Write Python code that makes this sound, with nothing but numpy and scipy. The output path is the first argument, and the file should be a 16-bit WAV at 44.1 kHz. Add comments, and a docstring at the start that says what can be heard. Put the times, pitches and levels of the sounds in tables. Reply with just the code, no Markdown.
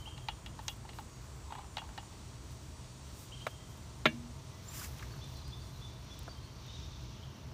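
"""The loose jaw of an adjustable wrench taps on a pipe fitting, close to the microphone on an open lawn.
It knocks a steel cylinder: both ring in decaying modes under a crack of noise, and a low frame sings on.
Shaped noise makes the ticks, the grinding worm screw and the palm sliding along the handle.
Birds whistle in gliding tones, near and far, with noise-like echoes from trees and walls.
Behind them lie an insect buzz of overtones and bands of noise: traffic, hum, town, leaves and chorus."""
import sys
import numpy as np
from scipy import signal
from scipy.fft import rfft, irfft, next_fast_len
from scipy.io import wavfile

SR = 44100
rng = np.random.default_rng(int(sys.argv[2]) if len(sys.argv) > 2 else 0)


def persist_wave(psi):
    """Save psi, clipped to +-1, as 16-bit WAV."""
    counts = np.round(np.clip(psi, -1, 1) * 32767).astype(np.int16)
    wavfile.write(sys.argv[1], SR, np.atleast_2d(counts).T)


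N = 332073  # length in samples

# Close taps of the loose jaw and screw: t/s, nominal peak level/dB, hardness (0 dull, 1 sharp, 2 bright)
JAW_TAPS = [(0.073, -40.5, 0.22), (0.177, -36, 0.73), (0.285, -23, 0.73), (0.461, -33.5, 1.47),
            (0.59, -32.5, 0.32), (0.681, -21, 1.95), (0.692, -44, 2.2), (0.85, -39, .1), (0.89, -36.5, .9),
            (0.932, -41, 0.76), (0.986, -30.5, .15), (1.522, -32, 0.22), (1.551, -33.5, .3),
            (1.589, -38.5, .15), (1.642, -40.5, .1), (1.769, -25, 0.83), (1.781, -26.5, 0.73),
            (1.818, -38, .2), (1.84, -45, .1), (1.89, -41.5, .3), (1.977, -26.5, 0.53), (2.028, -43.5, .15),
            (2.125, -48, .15)]
# Colour of a dull, a sharp and a bright tap: dull, middle, bright and top part, level/dB against the peak
TAP_COLOURS = [(-7, -23, -26, -30), (-17.5, -8, -23, -32), (-23.5, -13.5, -7, -28)]
# Centres of those four parts: f/Hz
TAP_PARTS_HZ = [900, 3000, 6500, 12000]
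# Decay of the dense crack in each part: t60/s
TAP_CRACK_T60_S = [0.026, 0.035, 0.011, 0.014]
# Modes of the wrench: f/Hz, relative level/dB, t60/s
WRENCH_MODES = [(810, 6.5, 0.073), (882.5, 11.5, 0.047), (1102, -0.5, 0.04), (1340, 0.5, 0.046),
                (1835, -5, 0.065), (2300, -21, 0.11), (2800, -4, 0.1), (2890, -2.5, 0.11),
                (3036, -14, 0.15), (3340, -4, 0.13), (3560, -14, 0.036), (3850, -1, 0.044),
                (4670, -19, 0.061), (5600, 0.5, 0.021), (6220, -1, 0.026), (6630, 2, 0.009),
                (9440, -25, 0.0072), (11470, 8, 0.013), (13000, -15, 0.0072)]


def coloured_taps():
    """Hardness sets each tap's colour between dull, sharp and bright; the hand adds no damping."""
    taps = []
    for start_s, peak_db, hardness in JAW_TAPS:
        parts_db = [np.interp(hardness, [0, 1, 2], part) for part in np.transpose(TAP_COLOURS)]
        taps.append((start_s, peak_db, 0, *parts_db))
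    return taps


def wrench():
    """Short contacts of the jaw set the steel modes of the wrench ringing."""
    return struck(coloured_taps(), TAP_PARTS_HZ, WRENCH_MODES, TAP_CRACK_T60_S, contact_s=0.0005,
                  ring_db=-7.0, crack_db=1.0, spread_db=0.5, rattle_db=11)


# Wrench against the cylinder: t/s, nominal peak level/dB, damping by the hand/(dB/s),
# then bass, dull, middle, bright and top part, level/dB against the peak
KNOCKS = [(3.466, -19.5, 470, -28, -7, -22.5, -24, -33), (4.055, -6.5, 5, -17.5, -14.5, -13.5, -33, -44),
          (6.278, -36, 300, -12, -4, -56, -30, -41)]
# Centres of those five parts: f/Hz
KNOCK_PARTS_HZ = [250, 900, 2400, 6500, 12000]
# Decay of the dense crack in each part before hand damping: t60/s
KNOCK_CRACK_T60_S = [0.07, 0.053, 0.063, 0.03, 0.1]
# Modes of the cylinder: f/Hz, relative level/dB, t60/s before hand damping
CYLINDER_MODES = [(150, 4.5, 0.14), (227, 3, 0.21), (318, -11, 0.35), (430, -23, 0.04), (533, 3.5, 0.039),
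                  (618, 1.5, 0.092), (850, -18, .05), (1220, -1, 0.032), (1360, 14.5, 0.02),
                  (1686, 2, 0.084), (1783, -15, 0.16), (2080, 19, 0.0096), (2010, -4, 0.048),
                  (2210, 13, 0.03), (2280, -5.5, 0.13), (2420, -20, 0.09), (2600, -33, 0.11),
                  (2420, 2, 0.056), (2780, -5, 0.13), (2780, -14, 0.17), (3440, -7, 0.089),
                  (3510, -8, 0.14), (3460, 0, 0.069), (3670, -42, 0.041), (3864, 10, 0.023),
                  (4070, -16, 0.092), (5200, -13, 0.058), (6350, -4, 0.12), (6750, -9, 0.1)]


def cylinder():
    """Longer contacts ring the steel cylinder, and the hand damps each knock at its own rate."""
    return struck(KNOCKS, KNOCK_PARTS_HZ, CYLINDER_MODES, KNOCK_CRACK_T60_S, contact_s=0.0013,
                  ring_db=-5.5, crack_db=0.25, spread_db=1.0, rattle_db=8.0)


BUILD_CYCLES = 1.23  # time constant of a mode's build-up, in its own cycles


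def struck(events, parts_hz, modes, crack_t60, contact_s, ring_db, crack_db, spread_db, rattle_db):
    """Each blow rings every mode with a strength of its own, over a crack of noise that dies part by part."""
    out, modes = np.zeros(N), np.array(modes)
    t = np.arange(int(.2 * SR)) / SR
    mode_hz, mode_t60 = modes[:, :1], modes[:, 2:]
    chance = rng.standard_normal((len(events), len(modes)))
    # The modes start nearly in step at the end of the contact
    phases = np.pi / 2 - 2 * np.pi * modes[:, 0] * 1.3 * contact_s
    phases = phases + 1.1 * rng.standard_normal(chance.shape)
    rise = 1 - np.exp(-(t / contact_s) ** 2)
    ringing = from_db(-60 * t / mode_t60) * np.exp(2j * np.pi * mode_hz * t)
    ringing *= 1 - np.exp(-(t * mode_hz / BUILD_CYCLES) ** 2)  # low modes take longer to build up
    # Loose parts touch the ringing steel and make it flutter, low modes less
    rattle = rattle_db * np.tanh(drift(250))
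    settle = 1 - np.exp(-t / 0.0039)
    flutter_share = np.minimum(mode_hz / 1500, 1) * settle
    # Band edges lie midway in pitch between the part centres
    edges = np.sqrt(np.multiply([parts_hz[0] / 3, *parts_hz], [*parts_hz, 2 * parts_hz[-1]]))
    for (start_s, peak_db, damping_db, *parts_db), luck, phase in zip(events, chance, phases):
        colour_db = np.interp(np.log(modes[:, 0]), np.log(parts_hz), parts_db)
        level_db = ring_db + modes[:, 1] + colour_db + spread_db * luck
        # Each mode reads its own stretch of the rattle
        stretch = rng.integers(0, N - len(t), (len(modes), 1)) + np.arange(len(t))
        flutter = from_db(flutter_share * rattle[stretch])
        rings = ((from_db(level_db) * np.exp(1j * phase)) @ (ringing * flutter)).imag
        noise = rng.standard_normal(len(t))
        crack = sum(from_db(crack_db + part_db - 60 * t / t60) * band(noise, low, high)
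                    for part_db, t60, low, high in zip(parts_db, crack_t60, edges, edges[1:]))
        blow = from_db(peak_db - damping_db * t) * rise * (rings + crack)
        at = round(start_s * SR)
        out[at:at + len(t)] += blow[:N - at]
    return out


# Low ring after the big knock: f/Hz, level/dB, t60/s
FRAME_MODES = [(238.5, -39.5, 1.37), (331, -52, 0.72)]
FRAME_STRUCK_S, FRAME_DAMPED_S = 4.056, 4.31


def frame():
    """Low modes of the frame swell in and sing on until a touch damps them."""
    t = np.maximum(np.arange(N) / SR - FRAME_STRUCK_S, 0)
    damping_db = -700 * np.maximum(t - FRAME_DAMPED_S + FRAME_STRUCK_S, 0)
    rings = sum(from_db(level_db - 60 * t / t60) * np.sin(2 * np.pi * hz * t)
                for hz, level_db, t60 in FRAME_MODES)
    return np.clip(t / 0.09, 0, 1) * from_db(damping_db) * rings


# Small dry ticks of grip, thread and grass: t/s, nominal peak level/dB, centre f/Hz, width/octaves
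TICKS = [(.637, -51, 12000, 1), (1.0, -48, 12000, 1), (4.814, -32, 1210, 0.63), (4.845, -47, 1800, 1.2),
         (4.918, -52, 8800, .6), (4.985, -46, 5000, 3), (4.993, -38.5, 1780, 2.1), (5.008, -41, 950, 0.71),
         (5.025, -34.5, 1660, 0.93), (5.066, -49, 900, .6), (5.135, -41.5, 1410, 0.56),
         (5.162, -45, 1010, 1.2), (5.242, -46, 3950, 2.6), (5.34, -53, 9000, 2.2), (5.371, -49, 5000, 3),
         (5.478, -47, 6000, 3), (5.692, -54, 8500, 1), (6.046, -54, 11000, 1), (6.19, -37.5, 10000, 1.8),
         (6.23, -46, 11500, 1.2), (6.662, -52, 12000, 1)]
TICK_T60_S, TICK_SHORTENS = 0.044, 0.36  # t60 at 1 kHz; higher ticks die faster by this power of pitch


def ticks():
    """Each tick is a puff of band noise with a sudden start and a quick decay."""
    out, t = np.zeros(N), np.arange(int(.06 * SR)) / SR
    for start_s, peak_db, hz, octaves in TICKS:
        half_width = 2 ** (octaves / 2)
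        puff = band(rng.standard_normal(len(t)), hz / half_width, hz * half_width)
        t60 = TICK_T60_S * (1000 / hz) ** TICK_SHORTENS
        envelope = from_db(peak_db - 7 - 60 * t / t60) * np.minimum(t / 0.00042, 1)  # 7 dB for noise peaks
        at = round(start_s * SR)
        out[at:at + len(t)] += envelope * puff
    return out


# Worm screw grinding under the thumb: start t/s, hold t/s, level/dB
SCREW_TURNS = [(1.51, 0.1, -54), (1.83, 0.011, -55), (1.9, .1, -66)]
# Colour of the grinding: f/Hz, relative level/dB per Hz
SCREW_COLOUR = [(600, -23), (780, -2), (900, 2), (1100, -3), (1400, -36), (2000, -18), (3000, -19),
                (4500, -21)]


def screw():
    """The thread slips in uneven little jerks: flickering noise coloured by the wrench's dull modes."""
    turns = strokes(SCREW_TURNS, rise_db_s=250, fall_db_s=250)
    return turns * from_db(3.3 * drift(50)) * coloured(SCREW_COLOUR)


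# Palm along the handle: t/s, body level/dB, treble level/dB
PALM_SLIDE = [(4.5, -85, -80), (4.66, -70, -67), (4.702, -62, -59), (4.74, -53, -53), (4.78, -53.5, -48),
              (4.85, -48, -50.5), (4.888, -70, -60.5), (5.004, -59, -65.5), (5.22, -73, -71)]
# Colour of the slide's body: f/Hz, relative level/dB per Hz
SLIDE_COLOUR = [(530, -42), (900, -12), (1210, -1), (1420, -8), (1560, -1.5), (3540, -8), (3910, -9),
                (7140, -7), (9500, -18), (12400, -44), (20900, -120)]
# Skin and cloth brushing past: start t/s, hold t/s, level/dB
BRUSHES = [(0, .01, -66), (.635, .03, -66), (.69, 0.018, -60.5), (.955, 0.043, -67), (1.245, .01, -69),
           (1.355, .04, -73), (2.51, .02, -68), (2.64, .02, -71), (3.05, .12, -71), (3.19, 0.043, -59.5),
           (3.41, .05, -72), (3.505, .01, -67), (3.70, .015, -68), (3.775, .005, -69), (4.135, .01, -79),
           (5.27, 0.11, -68.5), (5.58, 0.21, -72)]
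# Colour of the brushing and the slide's treble: f/Hz, relative level/dB per Hz
RUB_COLOUR = [(4710, -2), (8000, -5), (10600, -6.5), (14500, -3.5), (15200, -3.5), (15800, -17)]
# Skin squeak on steel: t/s, f/Hz, level/dB
SQUEAK = [(4.65, 7068, -70), (4.67, 7240, -55.5), (4.86, 7300, -58)]


def rubbing():
    """Dry skin on steel: fine grains of noise whose level flickers, and a thin stick-slip squeak."""
    grain = from_db(1.4 * drift(60))
    body_db, treble_db = in_time(PALM_SLIDE)
    brushing = strokes(BRUSHES, rise_db_s=400, fall_db_s=250)
    brushing = np.hypot(brushing, from_db(-73.5))  # a steady rustle lies under the brushes
    hiss = np.hypot(brushing, while_on(PALM_SLIDE) * from_db(treble_db)) * coloured(RUB_COLOUR)
    slide = while_on(PALM_SLIDE) * from_db(body_db) * coloured(SLIDE_COLOUR)
    hz, squeak_db = in_time(SQUEAK)
    tone = np.sin(2 * np.pi * np.cumsum(hz + 90 * drift(54)) / SR)
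    squeak = while_on(SQUEAK) * from_db(squeak_db + 4.4 * drift(40)) * tone
    return grain * (hiss + slide) + squeak


# All four bird shapes: note length t/s, start and end pitch as shares off the top,
# held after-note length t/s, its starting level/dB against the note
# A near bird, each call swooping up from below: t/s, top f/Hz, level/dB
SWOOPS = [(0.055, 3190, -48.5), (3.316, 3190, -49.5), (3.403, 3190, -49.5)]
SWOOP_SHAPE = (.036, -.2, -.004, .22, -9)
# A second near bird, arched notes at an even pace, sinking a little: t/s, top f/Hz, level/dB
SONG = [(5.214, 3580, -53), (5.522, 3570, -53.5), (5.812, 3540, -50.5), (6.095, 3470, -55)]
SONG_SHAPE = (.047, -.075, -.03, .16, -15)
# Farther birds, short level notes; the first row is the fading echo of a near bird's call:
# t/s, f/Hz, level/dB
TWITTER = [(0, 3110, -55), (5.1, 4480, -58), (5.18, 4480, -60), (5.211, 4110, -58), (5.349, 4600, -59),
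           (5.354, 4140, -54), (5.44, 4800, -59), (5.46, 4310, -63), (5.595, 4620, -61), (5.72, 4120, -61),
           (5.865, 3900, -63), (6.285, 4660, -59), (6.35, 3170, -60), (6.428, 4360, -57), (6.46, 3170, -64),
           (6.575, 4570, -60), (6.578, 4070, -63), (6.676, 3690, -55), (6.685, 3030, -62),
           (6.723, 3760, -52.5), (6.818, 3655, -59)]
TWITTER_SHAPE = (.043, -.018, -.004, .05, -8)
# A low faint far whistle: t/s, f/Hz, level/dB
PIPING = [(3.575, 2025, -73), (3.748, 2070, -80), (4.515, 2010, -72)]
PIPING_SHAPE = (.11, -.02, .012, .05, -9)
# Blurred chatter of a far flock: t/s, centre f/Hz, level/dB
CHATTER = [(6.62, 3655, -70), (6.69, 3647, -54.5), (6.8, 3683, -62), (6.92, 3550, -61), (7.05, 3460, -71),
           (7.18, 3140, -65.5), (7.3, 2910, -68), (7.45, 2770, -68)]
# Colour of the echoes, leaves swallow higher notes: f/Hz, relative level/dB
ECHO_COLOUR = [(1500, 6), (3250, -5), (3500, -6), (5000, -8), (8000, -20)]
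# Fainter notes fall at random: span in s and Hz, loudest level in dB, count
FLOCK_S, FLOCK_HZ, FLOCK_DB, FLOCK_NOTES = (5.0, 6.7), (3850, 4750), -66, 36
# Scatter from trees and walls; far sounds lose direct sound
ECHO_DB, ECHO_T60_S, FAR_DIRECT_DB = -8, 0.91, -1.5


def flock_notes():
    """Faint far notes, each at a random time within its own equal slot, with random pitch and level."""
    notes = []
    for slot, (late, high, faint) in enumerate(rng.random((FLOCK_NOTES, 3))):
        start_s = np.interp(slot + late, [0, FLOCK_NOTES], FLOCK_S)
        notes.append((start_s, np.interp(high, [0, 1], FLOCK_HZ), FLOCK_DB - 4 * faint))
    return notes


def chatter():
    """Many far voices smear into one rough band: a tone with fast random pitch and level."""
    hz, level_db = in_time(CHATTER)
    warble = np.sin(2 * np.pi * np.cumsum(hz + 170 * drift(129.3)) / SR)
    return while_on(CHATTER) * from_db(level_db + 4.8 * drift(25)) * warble


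def birds():
    """Short whistles of several birds; the air makes them flutter, echoes scatter after."""
    waver = 1 + 0.0059 * drift(77)
    near = whistles(SWOOPS, SWOOP_SHAPE, waver) + whistles(SONG, SONG_SHAPE, waver)
    near = near * from_db(2.8 * drift(57))
    # The first twitter row, an echo of a near call, goes with the far sounds
    far = whistles(TWITTER + flock_notes(), TWITTER_SHAPE, waver)
    far = far + whistles(PIPING, PIPING_SHAPE, waver)
    far = far * from_db(2.8 * drift(60)) + chatter()
    t = np.arange(SR) / SR
    scatter = coloured(ECHO_COLOUR)[:SR] * from_db(-60 * t / ECHO_T60_S) * np.clip(t / 0.0045, 0, 1)
    scatter = scatter / np.sqrt(np.sum(scatter ** 2))
    echoes = signal.fftconvolve(near + far, scatter)[:N]
    return near + from_db(FAR_DIRECT_DB) * far + from_db(ECHO_DB) * echoes


def whistles(notes, shape, waver):
    """A note glides to its top pitch by halfway, bends to its end pitch, then holds the top, quiet and fading."""
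    out, (length, start, end, held, held_db) = np.zeros(N), shape
    u, v = np.linspace(0, 1, int(length * SR)), np.linspace(0, 1, int(held * SR))
    bend = 1 + start * np.clip(1 - u / .5, 0, 1) ** 2 + end * np.clip(u / .5 - 1, 0, 1) ** 2
    glide = np.append(bend, np.ones(len(v)))
    note_swell = np.abs(np.sin(np.pi * u)) ** 0.27
    held_swell = from_db(held_db - 11 * v) * np.abs(np.sin(np.pi * v)) ** 0.23
    swell = np.append(note_swell, held_swell)
    for start_s, top_hz, level_db in notes:
        at = round(start_s * SR)
        phase = 2 * np.pi * np.cumsum(top_hz * glide * waver[at:at + len(glide)]) / SR
        out[at:at + len(glide)] += from_db(level_db) * swell * np.sin(phase)
    return out


# Overtones of the insect buzz: overtone number, relative level/dB
BUZZ_OVERTONES = [(18, -5), (22, -18), (23, -9), (24, -9.5), (26, -4.5), (27, -9), (28, -2.5), (29, -6),
                  (30, -17), (31, -3), (32, -21), (33, -5), (35, -4.5), (36, -16), (37, -12)]
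# The buzz over time: t/s, level/dB before a 2 dB cut
BUZZ_LEVEL = [(0, -69.5), (1, -65.5), (2.5, -65.5), (3.5, -67), (4.5, -72), (5.5, -93), (7.53, -112)]


def buzz():
    """Thin overtones of one 256 Hz pulse rate, each swelling and fading with the moving air."""
    phase = 2 * np.pi * np.cumsum(256.0 + 0.079 * drift(1.4)) / SR
    tones = np.zeros(N)
    for overtone, level_db in BUZZ_OVERTONES:
        tone = np.sin(round(overtone) * phase + rng.uniform(0, 2 * np.pi))
        tones += from_db(level_db + 2.3 * drift(2.3)) * tone
    return from_db(in_time(BUZZ_LEVEL)[0] - 2.0) * tones


# Far machinery: f/Hz, width f/Hz, relative level/dB
HUM_BANDS = [(125, 12, -4), (136.5, 12.8, -7.5), (648, 8, -22), (912, 49, -20)]


def hum():
    """Noise through narrow resonances: a hum that wavers."""
    out = np.zeros(N)
    for hz, width_hz, level_db in HUM_BANDS:
        r = np.exp(-np.pi * width_hz / SR)
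        poles = [1, -2 * r * np.cos(2 * np.pi * hz / SR), r * r]
        out += from_db(level_db) * rms_one(signal.lfilter([1, 0, -1], poles, rng.standard_normal(N)))
    return out


# Background: t/s, then level/dB of traffic rumble, hum, far town and leaves, insect chorus, upper chorus
AIR_LEVELS = [(0.0, -49.5, -50, -58, -62.5, -66), (0.44, -49.5, -57, -56.5, -64, -72),
              (3.0, -51.5, -53, -57.5, -61, -68.5), (4.63, -51, -48.5, -58, -61.5, -70.5),
              (4.91, -48.5, -48.5, -55.5, -60, -74), (5.43, -48.5, -49, -57.5, -60.5, -70),
              (6.46, -49, -53.5, -56.5, -61.5, -72.5), (6.9, -48, -51, -57.5, -58.5, -76),
              (7.53, -51.5, -49, -57, -62.5, -80)]
# Colours of traffic, town and leaves, and both insect bands: f/Hz, relative level/dB per Hz
RUMBLE_COLOUR = [(13, -73), (22, -21), (43, -2.5), (64, 7), (91, 1.5), (124, 1), (146, -13), (205, -19),
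                 (260, -36.5), (340, -53), (570, -120)]
TOWN_COLOUR = [(120, -10), (200, -1), (254, -5.5), (311, -4.5), (555, -13), (628, -9.5), (736, -14),
               (1050, -10), (1760, -19.5), (2020, -19), (3000, -26.5), (3900, -50), (6600, -120)]
CHORUS_COLOUR = [(1410, -21), (2400, -4.5), (3150, -2), (3450, -0.5), (4460, -1), (4960, -3.5), (5820, 0.5),
                 (8000, -18), (10400, -29), (17600, -120)]
UPPER_COLOUR = [(4120, -21), (7000, 0.5), (7430, -5), (7780, -4), (9190, -2.5), (10800, -18), (14000, -30),
                (22000, -120)]


def background():
    """Rumble, hum, town noise and two bands of insect chorus, each following its own level curve."""
    rumble_db, hum_db, town_db, chorus_db, upper_db = in_time(AIR_LEVELS)
    rumble = from_db(rumble_db) * coloured(RUMBLE_COLOUR)
    machinery = from_db(hum_db) * hum()
    town = from_db(town_db + 0.12 * drift(27)) * coloured(TOWN_COLOUR)
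    chorus = from_db(chorus_db + 1.2 * drift(2.7)) * coloured(CHORUS_COLOUR)
    upper = from_db(upper_db + 1.8 * drift(9.8)) * coloured(UPPER_COLOUR)
    return rumble + machinery + town + chorus + upper


def from_db(db):
    """Decibels to gain."""
    return np.exp(np.asarray(db) * np.log(10) / 20)


def rms_one(x):
    """Scale to rms 1."""
    return x / np.sqrt(np.mean(x ** 2) + 1e-20)


def in_time(rows):
    """Columns of a curve, sample by sample."""
    times_s, *columns = np.transpose(rows)
    return [np.interp(np.arange(N) / SR, times_s, column) for column in columns]


def while_on(rows):
    """One during a curve, fading to zero at its ends."""
    t = np.arange(N) / SR
    return np.clip(np.minimum(t - rows[0][0], rows[-1][0] - t) / .01, 0, 1)


def strokes(rows, rise_db_s, fall_db_s):
    """Gain of a run of strokes, each rising, holding and falling; overlaps add as power."""
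    t, power = np.arange(N) / SR, np.zeros(N)
    for start_s, hold_s, level_db in rows:
        before, after = np.maximum(start_s - t, 0), np.maximum(t - start_s - hold_s, 0)
        power += from_db(level_db - rise_db_s * before - fall_db_s * after) ** 2
    return np.sqrt(power)


def drift(rate_hz):
    """Slow chance: noise through a double one-pole low-pass; rms 1."""
    step = 40  # samples between the computed points
    r = np.exp(-2 * np.pi * rate_hz * step / SR)
    slow = signal.lfilter([1], [1, -2 * r, r * r], rng.standard_normal(N // step + 2002))
    slow = slow[2000:]  # skip the filter's start
    return np.interp(np.arange(N) / step, np.arange(len(slow)), rms_one(slow))


def coloured(spectrum):
    """Noise with the given spectrum, at -90 dB outside it before scaling to rms 1."""
    size = next_fast_len(N)
    hz = np.maximum(np.fft.rfftfreq(size, 1 / SR), 1)
    points = np.array(spectrum)
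    shape_db = np.interp(np.log(hz), np.log(points[:, 0]), points[:, 1], left=-90, right=-90)
    return rms_one(irfft(rfft(rng.standard_normal(size)) * from_db(shape_db), size)[:N])


def band(x, low_hz, high_hz):
    """Steep band-pass; rms 1."""
    edges_hz = [low_hz, min(high_hz, .45 * SR)]
    return rms_one(signal.sosfilt(signal.butter(5, edges_hz, "band", fs=SR, output="sos"), x))


def scene():
    """All sources at one microphone."""
    steel = wrench() + cylinder() + frame()
    hand = ticks() + screw() + rubbing()
    return (steel + hand + birds() + buzz() + background())[None]


def record(dry):
    """A steep low-pass cuts the top, 60 dB down from 16130 Hz."""
    return signal.sosfilt(signal.cheby2(14, 60, 16130, fs=SR, output="sos"), dry)


dry = scene()
out = record(dry)
persist_wave(out)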